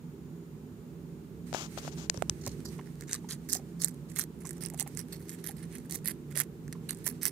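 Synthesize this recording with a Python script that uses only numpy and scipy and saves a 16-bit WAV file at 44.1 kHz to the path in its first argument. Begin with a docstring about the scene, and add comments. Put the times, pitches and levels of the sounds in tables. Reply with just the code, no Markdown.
"""From the start a household machine hums through room resonances, over soft hiss and a slowly rising whine.
At about 1.5 s a hand slides over the left of a phone's two ports and taps the case: rubbed noise and short rings.
From 2.4 s to the end a guinea pig just in front bites and grinds lettuce: crackling noise shaped by jaw
strokes, bursts for snapping ribs and rising bubbles for wet smacks. The right port faces it, the left is shaded.
Fur and cloth rustle, as noise that comes and goes, from the handling onward."""
import sys
import numpy as np
from scipy import signal
from scipy.fft import rfft, irfft, next_fast_len
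from scipy.io import wavfile
from scipy.ndimage import uniform_filter1d, map_coordinates

SR = 44100
rng = np.random.default_rng(int(sys.argv[2]) if len(sys.argv) > 2 else 0)


def output_pcm(signal):
    """Save a mono or channel-first signal as 16-bit PCM at the path in sys.argv[1].

    Samples are clipped to [-1, 1] before scaling.
    """
    pcm = np.clip(np.atleast_2d(signal).T, -1, 1) * 32767
    wavfile.write(sys.argv[1], SR, np.round(pcm).astype(np.int16))


N = 322371

# jaw strokes: t/s, length/s, grinding level about a quarter through/dB, about three quarters through/dB
STROKES = [(2.414, 0.12, -48, -54.5), (2.652, 0.073, -46, -60), (2.781, 0.026, -58, -63),
           (2.859, 0.025, -60.5, -65), (2.996, 0.035, -61, -58), (3.075, 0.089, -47.5, -42.5),
           (3.291, 0.053, -35, -42), (3.489, 0.077, -34, -34), (3.796, 0.069, -36, -39.5),
           (3.875, 0.058, -48, -63), (4.089, 0.052, -51.5, -56), (4.158, 0.055, -36.5, -32),
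           (4.405, 0.039, -52.5, -61), (4.454, 0.074, -45, -54), (4.552, 0.022, -72, -55.5),
           (4.61, 0.056, -41.5, -42), (4.774, 0.03, -49.5, -34), (4.873, 0.021, -51, -61),
           (4.965, 0.042, -43.5, -40.5), (5.126, 0.067, -42.5, -59), (5.196, 0.061, -57, -56),
           (5.284, 0.064, -44.5, -47), (5.385, 0.028, -58, -60), (5.442, 0.072, -38, -44.5),
           (5.566, 0.039, -53, -55), (5.627, 0.047, -52.5, -69), (5.705, 0.082, -57, -53),
           (5.846, 0.021, -58, -63), (5.898, 0.059, -39.5, -33), (6.049, 0.056, -35.5, -33.5),
           (6.305, 0.016, -56, -51), (6.351, 0.063, -34.5, -32.5), (6.891, 0.037, -35.5, -43),
           (6.94, 0.046, -68, -67), (7.043, 0.011, -43, -47), (7.057, 0.057, -30.5, -40),
           (7.216, 0.066, -36.5, -30)]
# how the port facing the animal colours the crunch: f/Hz, level/dB
FRONT_COLOUR = [(1000, -14), (2500, -17.5), (3500, -12), (4300, -7.5), (5600, -5), (6800, -7.5),
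                (8000, -5.5), (9500, -8), (11000, -7), (12500, -7), (15000, -10.5)]
# how the shaded port colours the crunch: f/Hz, level/dB
SHADE_COLOUR = [(1000, -15.5), (2800, -13), (3500, -6.5), (4300, 5.5), (5300, -6), (6200, 8.5), (7200, -10),
                (8800, -3), (9800, -18), (12000, -9), (15000, -42)]
MOUTH_HZ, MOUTH_WIDTH_HZ = 1850, 420  # usual ring of the mouth cavity
USUAL_DB = -45  # grinding level of a usual stroke
HISS_TOP_HZ, TOP_HZ = 15600, 16800  # upper limits of the hiss and of the whole sound


def amp(db):
    """Turn decibels into a plain factor."""
    return 10 ** (np.asarray(db) / 20)


def unit(x):
    """Scale each row to an average (RMS) strength of 1."""
    return x / np.sqrt(np.mean(x ** 2, axis=-1, keepdims=True) + 1e-20)


def curve(rows):
    """Join (time, value) rows by straight lines, one value per sample."""
    times, values = np.transpose(rows)
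    return np.interp(np.arange(N) / SR, times, values)


def colour(points):
    """Tone colour: a gain over frequency from (Hz, dB) points on a log axis."""
    point_hz, point_db = np.transpose(points)
    return lambda f: amp(np.interp(np.log(f + 1), np.log(point_hz), point_db))


def mode(centre_hz, width_hz):
    """A resonance that rings only after it is struck, with gain 1 at its peak."""
    return lambda f: 1j * f * width_hz / (centre_hz ** 2 - f * f + 1j * f * width_hz)


def bump(f, hz, width_hz):
    """A broad rise of the spectrum around hz."""
    return 0.96 + np.exp(-((f - hz) / width_hz) ** 2)


def filtered(x, response):
    """Filter each row by multiplying its spectrum by a response over frequency."""
    size = next_fast_len(x.shape[-1] + 4096)  # spare room for the ringing
    spectrum = rfft(x, size) * response(np.fft.rfftfreq(size, 1 / SR))
    return irfft(spectrum, size)[..., :x.shape[-1]]


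def wobble(rate):
    """A smooth random curve through rate random points a second."""
    points = rng.standard_normal(int(N * rate / SR) + 4)
    return map_coordinates(points, [np.arange(N) * rate / SR])


def lay(times, shapes, peak_db):
    """Place each short sound at its time, scaled to its peak level."""
    shapes = shapes / np.abs(shapes).max(axis=1, keepdims=True) * amp(peak_db)[:, None]
    first = np.round(np.asarray(times) * SR).astype(int)[:, None]
    places = first + np.arange(shapes.shape[1])
    return np.bincount(places.ravel(), shapes.ravel(), N + SR)[:N]


def crackle(spread_db, count):
    """Many clicks at chance moments, of widely scattered size, like bursting cells."""
    size = amp(spread_db * rng.exponential(size=count)) * rng.standard_normal(count)
    return unit(np.bincount(rng.integers(0, N, count), size, N))


def pops(times, peak_db, hz, cycles):
    """Soft rings that fade by 60 dB in the given number of cycles."""
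    turns = np.outer(hz, np.arange(2600) / SR)
    soft_start = np.minimum(turns / 0.3, 1)
    ring = np.sin(2 * np.pi * turns) * amp(-60 * turns / cycles) * soft_start
    return lay(times, ring, peak_db)


def grinding():
    """Molars crush leaf cells: crackling swells with each jaw stroke and the mouth cavity rings along."""
    t, out = np.arange(N) / SR, np.zeros((2, N))
    flutter = amp(4 * wobble(170))  # pressure flutters as fibres give way
    cells = patchy(crackle(1.44, count=30000), depth_db=3.5) * flutter
    mouth_grows = 0.75  # dB of mouth ring for each dB of grinding
    for start, length, early_db, late_db in STROKES:
        span = slice(int(start * SR) - 300, int((start + length) * SR) + 2600)
        age, crushed = t[span] - start, cells[span]
        left_db, bright_hz, ring_db = head(start)
        level_db = (early_db + late_db) / 2
        mouth_db = ring_db + mouth_grows * (level_db - USUAL_DB)

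        phase = 2 * np.clip(age / length, 0, 1) - 1  # -1 to 1 through the stroke
        slope = amp((late_db - early_db) * phase - 2.3 * phase ** 2)  # the bend favours mid-stroke
        attack = np.clip(age / 0.0035 + 1, 0, 1)
        release = amp(-800 * np.clip(age - length, 0, 1))  # falls 800 dB per s
        force = slope * attack * release

        left = amp(left_db) * unit(filtered(scatter(crushed, 0.013), colour(SHADE_COLOUR)))
        right = unit(filtered(scatter(crushed, 0.0018),
                              lambda f: colour(FRONT_COLOUR)(f) * bump(f, bright_hz, 2700)))
        opening = amp(rng.normal(0, 0.26))  # the jaw shifts the cavity pitch
        ring = unit(filtered(crushed,
                             lambda f: mode(opening * MOUTH_HZ, MOUTH_WIDTH_HZ)(f) * f / (f + 900)))
        crunch = amp(level_db) * np.array([left, right])
        mouth = amp(mouth_db) * amp([[-18.5], [-7.5]]) * ring
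        out[:, span] += force * (crunch + mouth)
    return out


def patchy(x, depth_db):
    """Random gain in small patches of time and pitch: every torn piece of leaf has its own timbre."""
    z = signal.stft(x, nperseg=128)[2]
    field = uniform_filter1d(rng.standard_normal(z.shape), size=7, axis=0)  # smooth over pitch
    field = uniform_filter1d(field, size=5, axis=1)  # smooth over time
    return signal.istft(z * amp(depth_db * field / field.std()), nperseg=128)[1][:N]


def scatter(x, t60):
    """Reflections off leaf, fur and cloth smear the sound; they fade by 60 dB in t60 seconds."""
    t = np.arange(400) / SR
    echoes = amp(-60 * t / t60) * rng.standard_normal(len(t))
    return signal.fftconvolve(x, echoes)[:len(x)]


def head(s):
    """The head turns and lifts, changing left level, brightness and mouth ring at the moments s."""
    # head positions: t/s, left port level relative to right/dB, brightness f/Hz,
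    # mouth ring level in a usual stroke, ahead of the port offsets/dB
    poses = [(2.4, -3.5, 7550, -53), (2.66, -6.5, 7740, -58), (2.82, -15, 7060, -36), (3.1, -3, 7860, -44),
             (3.4, -9.5, 9400, -51), (3.83, -11.5, 8600, -56), (4.18, -11.5, 9600, -48.5),
             (4.48, -16, 9000, -51.5), (4.8, -22, 8960, -52), (5.13, -7, 9700, -51),
             (5.45, -18, 10900, -46.5), (5.7, -7, 9000, -42), (5.92, -17.5, 10800, -50),
             (6.08, -17.5, 11100, -47.5), (6.38, -15, 9800, -44), (6.7, -2, 9200, -37.5),
             (6.9, -13, 8600, -52), (7.07, -17.5, 11200, -48.5), (7.31, -13.5, 10600, -50.5)]
    times, *columns = np.transpose(poses)
    return [np.interp(s, times, column) for column in columns]


def snaps():
    """Ribs and veins break in short noise bursts with scattered echoes, and the mouth cavity rings."""
    # thick leaf ribs that snap: t/s, peak level at the right port/dB
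    ribs = [(2.4642, -15.5), (2.4758, -14.5), (2.479, -22), (2.6582, -30), (3.0096, -24), (3.022, -32),
            (3.1125, -24), (3.1243, -24), (3.1315, -7), (3.1433, -14), (3.1507, -16), (3.3089, -19),
            (3.3226, -18), (3.4895, -23), (3.498, -19), (3.505, -17), (3.5298, -4), (3.5341, -6),
            (3.5504, -14.5), (3.8188, -9), (3.8233, -12.5), (3.837, -11), (3.8457, -1), (3.8831, -17),
            (3.9442, -35), (4.161, -17.5), (4.1715, -26), (4.1866, -25), (4.1892, -10), (4.1948, -5),
            (4.2012, -18), (4.2388, -20), (4.3899, -41), (4.4714, -21), (4.4924, -22), (4.5083, -20),
            (4.624, -19.5), (4.637, -15.5), (4.6609, -14), (4.686, -30), (4.7007, -21), (4.7379, -26),
            (4.7451, -27.5), (4.7765, -26), (4.7976, -7), (4.8074, -8), (4.8265, -15.5), (4.8762, -19.5),
            (4.9498, -29.5), (4.9731, -16.5), (4.9921, -15.5), (5.085, -36), (5.1274, -27), (5.294, -19),
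            (5.321, -32), (5.356, -40), (5.443, -22), (5.465, -16), (5.4728, -15.5), (5.6302, -39),
            (5.726, -34), (5.7537, -21.5), (5.773, -34), (5.784, -28), (5.91, -14), (5.9235, -13.5),
            (5.9454, -22), (5.958, -11.5), (6.045, -30), (6.0576, -9.5), (6.071, -19), (6.0758, -8),
            (6.0831, -10), (6.086, -14), (6.109, -22), (6.1177, -26), (6.3561, -27), (6.3749, -3.5),
            (6.3823, -12), (6.3882, -11), (6.3936, -12), (6.4016, -4), (6.4045, -17), (6.4097, -12),
            (6.4159, -16), (6.6797, -34), (6.7266, -24), (6.7313, -29.5), (6.8924, -27), (6.908, -9.5),
            (6.9477, -29), (6.9721, -33), (6.987, -35), (7.045, -27), (7.057, -20), (7.0643, -9.5),
            (7.0775, -6.5), (7.0885, -15), (7.114, -34), (7.232, -7.5), (7.2376, -18), (7.2542, -1.5),
            (7.2573, -22), (7.276, -14), (7.281, -13)]
    s, peak_db = np.vstack([ribs, veins()]).T
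    chance = rng.standard_normal((len(s), 4))
    left_db, bright_hz, ring_db = head(s)
    snap_hz = bright_hz * (1 + 0.026 * chance[:, 3])  # each break has its own pitch

    t = np.arange(300) / SR - .0003
    rise = amp(60 * t / .0004)
    decay = amp(-60 * t / .0013) + .1 * amp(-60 * t / .007)  # the break, then its echoes
    burst = rng.standard_normal((len(s), 2, len(t))) * np.where(t < 0, rise, decay)
    treble = lambda f: f ** 2 / (f ** 2 + 4000 ** 2)
    right = filtered(burst[:, 1], lambda f: colour(FRONT_COLOUR)(f)
                     * bump(f, snap_hz[:, None], 2650) ** 2 * treble(f))
    left = filtered(burst[:, 0], colour(SHADE_COLOUR))
    left_peak_db = peak_db + left_db + 1.8 * chance[:, 2] - 2.5

    ring_hz = MOUTH_HZ * amp(0.52 * chance[:, 0])
    ring = np.sin(2 * np.pi * np.outer(ring_hz, t)) * amp(-60 * t / 0.0071) * np.clip(t / 0.00039, 0, 1)
    cavity = lay(s, ring, 0.76 * peak_db + ring_db + 3.34 * chance[:, 1] + 23)
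    return np.array([lay(s, left, left_peak_db), lay(s, right, peak_db)]) + amp([[-11], [0]]) * cavity


def veins():
    """Thin veins break at chance moments in each stroke, louder when the stroke is strong."""
    count, reach = 3, 1.2  # breaks per stroke, share of the stroke they may fall in
    usual_peak_db, grows, spread_db = -34.5, 0.73, 4  # grows: dB for each dB of grinding
    start, length, early_db, late_db = np.transpose(STROKES)[..., None]
    when = rng.random((len(STROKES), count))
    size = rng.standard_normal((len(STROKES), count))
    strength_db = (early_db + late_db) / 2 - USUAL_DB
    peak_db = usual_peak_db + grows * strength_db + spread_db * size
    return np.transpose([(start + reach * length * when).ravel(), peak_db.ravel()])


def smacks():
    """Tongue and juice squelch: a bubble whose pitch rises, wrapped in wet noise that the mouth colours."""
    # wet mouth smacks: t/s, peak level ahead of the port offsets/dB, basic pitch f/Hz
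    squelches = [(2.47, -35, 525), (2.791, -41, 917), (3.15, -46, 1180), (3.246, -43.5, 887),
                 (3.554, -40.5, 715), (3.594, -47, 634), (4.45, -42.5, 975), (4.723, -52, 870),
                 (4.743, -41, 694), (4.798, -48, 865), (4.814, -42, 797), (4.865, -43, 797),
                 (5.495, -42, 772), (6.32, -54, 1400), (6.365, -43, 600), (6.754, -49.5, 1040),
                 (7.073, -43, 980)]
    s, peak_db, hz = np.transpose(squelches)
    t = np.arange(1200) / SR
    swell = t * np.exp(-t / 0.0036)
    bubble = np.sin(2 * np.pi * np.outer(hz, 0.94 * t + 5 * t * t))  # the squared term lifts the pitch
    wet_colour = lambda f: mode(MOUTH_HZ, 1100)(f) ** 2 + 4.6 * mode(hz[:, None], 400)(f) ** 2
    wet = unit(filtered(rng.standard_normal(bubble.shape), wet_colour))
    squelch = swell * (bubble + .75 * wet)
    return amp([[-2], [3.5]]) * lay(s - .003, squelch, peak_db)


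def nearby(x):
    """Cushions, arms and the wall return a short diffuse tail."""
    t = np.arange(SR // 10) / SR
    tail = rng.standard_normal((2, len(t))) * amp(-60 * t / 0.043) * (t > .001)
    tail = tail / np.linalg.norm(tail[0])
    return amp(-14) * signal.fftconvolve(x, tail, axes=1)[:, :N]


def hand():
    """The grip shifts: skin slides, the case knocks and ticks, and the hand jolts."""
    # jolts of the hand, alike at both ports: t/s, peak level/dB, pitch f/Hz
    thumps = [(2.175, -29.5, 106), (2.304, -34, 91), (2.472, -28, 113)]
    return skin_slide() + case_knocks() + case_ticks() + pops(*np.transpose(thumps), cycles=5.3)


def skin_slide():
    """Skin over the left port makes dense crackling; the right port gets it slightly earlier and duller."""
    # colour of the sliding skin at the left port: f/Hz, level/dB
    left_colour = [(300, -2), (800, 3.5), (1900, -2), (3000, 1), (4600, 0), (6300, 3.5), (7200, 3),
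                   (8500, -11), (12000, -13), (15000, -16)]
    # colour of the sliding skin at the right port: f/Hz, level/dB
    right_colour = [(300, -26), (800, 1), (1500, -5), (2500, -15), (3500, -20), (5000, -40)]
    skin = crackle(0.44, count=150000) * rubbing() * amp(1.0 * wobble(60.1))
    left = filtered(skin, colour(left_colour))
    right = filtered(np.roll(skin, -9), colour(right_colour))  # 9 samples earlier
    return np.array([left, right]) * amp(9.5)


def rubbing():
    """Pressure of the skin: each rub sets in, sags or swells while it lasts and lets go."""
    # skin rubs: t/s, length/s, starting level ahead of colour and gain/dB, sag (below 0: swell)/dB per s
    rubs = [(1.533, .13, -38.5, 84), (1.769, 0.017, -39, 100), (1.807, 0.077, -57, -120),
            (1.91, .025, -52, 100), (1.967, 0.091, -50, 58), (2.128, 0.041, -60.5, -100)]
    attack_s, release_db_per_s = 0.017, 900
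    pressure = np.zeros(N)
    for start, length, start_db, sag in rubs:
        age = np.arange(N) / SR - start
        level_db = start_db - sag * np.clip(age, 0, length)
        level_db = level_db - release_db_per_s * np.clip(age - length, 0, 1)
        pressure += np.clip(age / attack_s, 0, 1) * amp(level_db)
    return pressure


def case_knocks():
    """A finger knock rings several modes of the case, stronger at one port."""
    # finger knocks: t/s, peak level ahead of mode and side gains/dB, pitch f/Hz, left minus right/dB
    taps = [(1.529, -29.5, 700, 17), (1.547, -22, 754, 14), (1.776, -29.5, 680, 8), (1.85, -37.5, 555, -26),
            (1.878, -30, 700, 10), (2.098, -31.5, 610, 17), (2.145, -37.5, 553, -24),
            (2.176, -38, 501, -22), (2.223, -19.5, 690, -26), (2.296, -35.5, 746, -27)]
    # modes of the case: multiple of the knock pitch, level/dB
    case_modes = [(1, 3), (1.87, -1), (2.9, -5.5), (4.5, -43)]
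    s, peak_db, hz, pan_db = np.transpose(taps)
    share_db = lambda side: -20 * np.log10((1 + amp(-side * pan_db)) / 2)
    return np.array([sum(pops(s, peak_db + db + share_db(side), multiple * hz, cycles=6.0)
                         for multiple, db in case_modes)
                     for side in (1, -1)])  # left, then right


def case_ticks():
    """Sharp ticks of the case are tiny noise bursts coloured by the cavity behind each port."""
    # ticks: t/s, left peak level/dB, right peak level/dB, time for the main burst to fade by 60 dB/s
    clicks = [(1.529, -26, -46, 0.00081), (1.5401, -23, -48, 0.0018), (1.878, -32, -47, .001),
              (1.882, -37, -45, .001), (1.891, -33, -47, 0.00087), (2.0983, -4.5, -30, 0.00043),
              (2.143, -48, -30, 0.0016), (2.1742, -27, -54, 0.0053), (2.223, -32, -20.5, 0.0028),
              (2.226, -53, -32, .001), (2.297, -7, -12, 0.0047)]
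    # cavity behind the left, then the right port: f/Hz, width/Hz
    port_cavities = [(6300, 3360), (8500, 4400)]
    s, left_db, right_db, t60 = np.transpose(clicks)
    t = np.arange(200) / SR
    fade = amp(-60 * t / t60[:, None]) + 0.074 * amp(-60 * t / 0.0064)
    sharp = rng.standard_normal((2, len(s), len(t))) * fade

    def cavity(hz, width):
        """A port cavity passes sound evenly below its peak, apart from weak bass."""
        return lambda f: (hz ** 2 / (hz ** 2 - f * f + 1j * f * width)) ** 2 * 1j * f / (900 + 1j * f)

    return np.array([lay(s, filtered(x, cavity(*port)), db)
                     for x, port, db in zip(sharp, port_cavities, (left_db, right_db))])


def rustle():
    """Fur and cloth rub as the animal moves, and the leaf keeps crackling faintly between bites."""
    # rustling of fur and cloth: t/s, level ahead of the port offsets and wobble/dB
    rustle_levels = [(0, -93), (1.455, -72), (1.47, -55), (1.52, -60), (1.65, -58), (1.82, -51), (2.0, -57),
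                     (2.08, -65), (2.22, -54.5), (2.35, -58.5), (3.0, -64), (3.7, -64.5), (4.3, -73),
                     (4.9, -62), (5.5, -62.5), (6.0, -64.5), (6.5, -72), (6.95, -58), (7.31, -67)]
    leaf = 0.18 * crackle(4.4, count=1500) * (np.arange(N) > 2.4 * SR)
    source = rng.standard_normal((2, N)) + leaf

    def both_ports(f):
        """Port colours plus a rise at the mouth pitch."""
        front = colour(FRONT_COLOUR)(f) * bump(f, 8650, 1500)
        return np.array([colour(SHADE_COLOUR)(f), front]) + 0.93 * mode(MOUTH_HZ, 1200)(f)

    level = amp(curve(rustle_levels) + 3.5 * wobble(25))
    return unit(filtered(source, both_ports)) * amp([[-9], [0]]) * level


def hum():
    """Machine noise sustained in the room's low resonances, nearly alike at both ports."""
    # room resonances that the machine excites: f/Hz, width before sharpening/Hz, relative level/dB
    room_modes = [(67.6, 19.4, -8), (108.7, 7, -7.5), (146.2, 8.1, 0.5), (168.9, 7.1, 1.5), (210, 7.8, -6),
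                  (245.9, 16.3, -6.5), (309.7, 51, -16), (343.3, 20.6, -14), (393, 36.5, -15),
                  (449.4, 33.4, -20.5), (566, 24, -29.5)]
    # part of the hum that differs between the ports: f/Hz, level relative to the shared part/dB
    apart_colour = [(40, -8), (70, -14), (160, -18), (300, -16.5), (600, -7)]
    # how the hum wavers: t/s, level ahead of the port offsets/dB
    hum_levels = [(0.0, -46), (2.71, -41.5), (2.89, -45), (7.21, -43), (7.31, -43.5)]

    def room(f):
        """The resonances add by power, each sharpened by an exponent."""
        return np.sqrt(sum(np.abs(amp(db) * mode(hz, width)(f) ** 1.437) ** 2
                           for hz, width, db in room_modes))

    noise = rng.standard_normal((2, N))
    common, apart = unit(filtered(noise, lambda f: room(f) * f ** 2 / (f ** 2 + 45 ** 2)))
    apart = filtered(apart, colour(apart_colour))
    return amp([[-1.5], [2.5]]) * amp(curve(hum_levels)) * np.array([common + apart, common - apart])


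def whine():
    """A thin sine tone creeps upward with small wobbles, much stronger at the left port."""
    # whine: t/s, pitch ahead of the wobble f/Hz
    whine_pitch = [(0, 6785), (1.5, 6925), (4.3, 7070), (6.4, 7125), (7.31, 7330)]
    hz = curve(whine_pitch) + 3 * wobble(30)
    tone = np.sin(2 * np.pi * np.cumsum(hz) / SR) * amp(1.2 * wobble(9.1))
    return amp([[-73], [-92]]) * tone


def hiss():
    """Distant air noise and microphone noise: steady random noise with a colour for each port."""
    # steady hiss at the left port: f/Hz, relative level/dB
    left_hiss = [(300, -45), (550, -19), (850, 2), (1200, -4.5), (1900, -9.5), (3000, -11), (5000, -14),
                 (6900, -12), (8000, -16), (11000, -15), (15000, -12.5)]
    # steady hiss at the right port: f/Hz, relative level/dB
    right_hiss = [(300, -15), (550, -1.5), (850, 2.5), (1400, -1), (1900, -7), (3000, -10), (6500, -15.5),
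                  (7400, -24), (8000, -8.5), (8700, -16), (9500, -16), (13500, -13), (15000, -14)]
    both_ports = lambda f: np.array([colour(left_hiss)(f), colour(right_hiss)(f)]) * (f < HISS_TOP_HZ)
    return amp(-52) * filtered(rng.standard_normal((2, N)), both_ports)


def scene():
    """Add the near sounds, soften their highest treble, then add the background."""
    chew = grinding() + snaps() + smacks()
    near = chew + nearby(chew) + hand() + rustle()
    soft_top = lambda f: 1 / (1 + (f / HISS_TOP_HZ) ** 70) + 0.011
    return filtered(near, soft_top) + hum() + whine() + hiss()


def record(dry):
    """The deepest bass is cut, and the sound holds nothing above TOP_HZ."""
    return filtered(dry, lambda f: (1j * f / (40 + 1j * f)) ** 2 * (f < TOP_HZ))


dry = scene()
out = record(dry)
output_pcm(out)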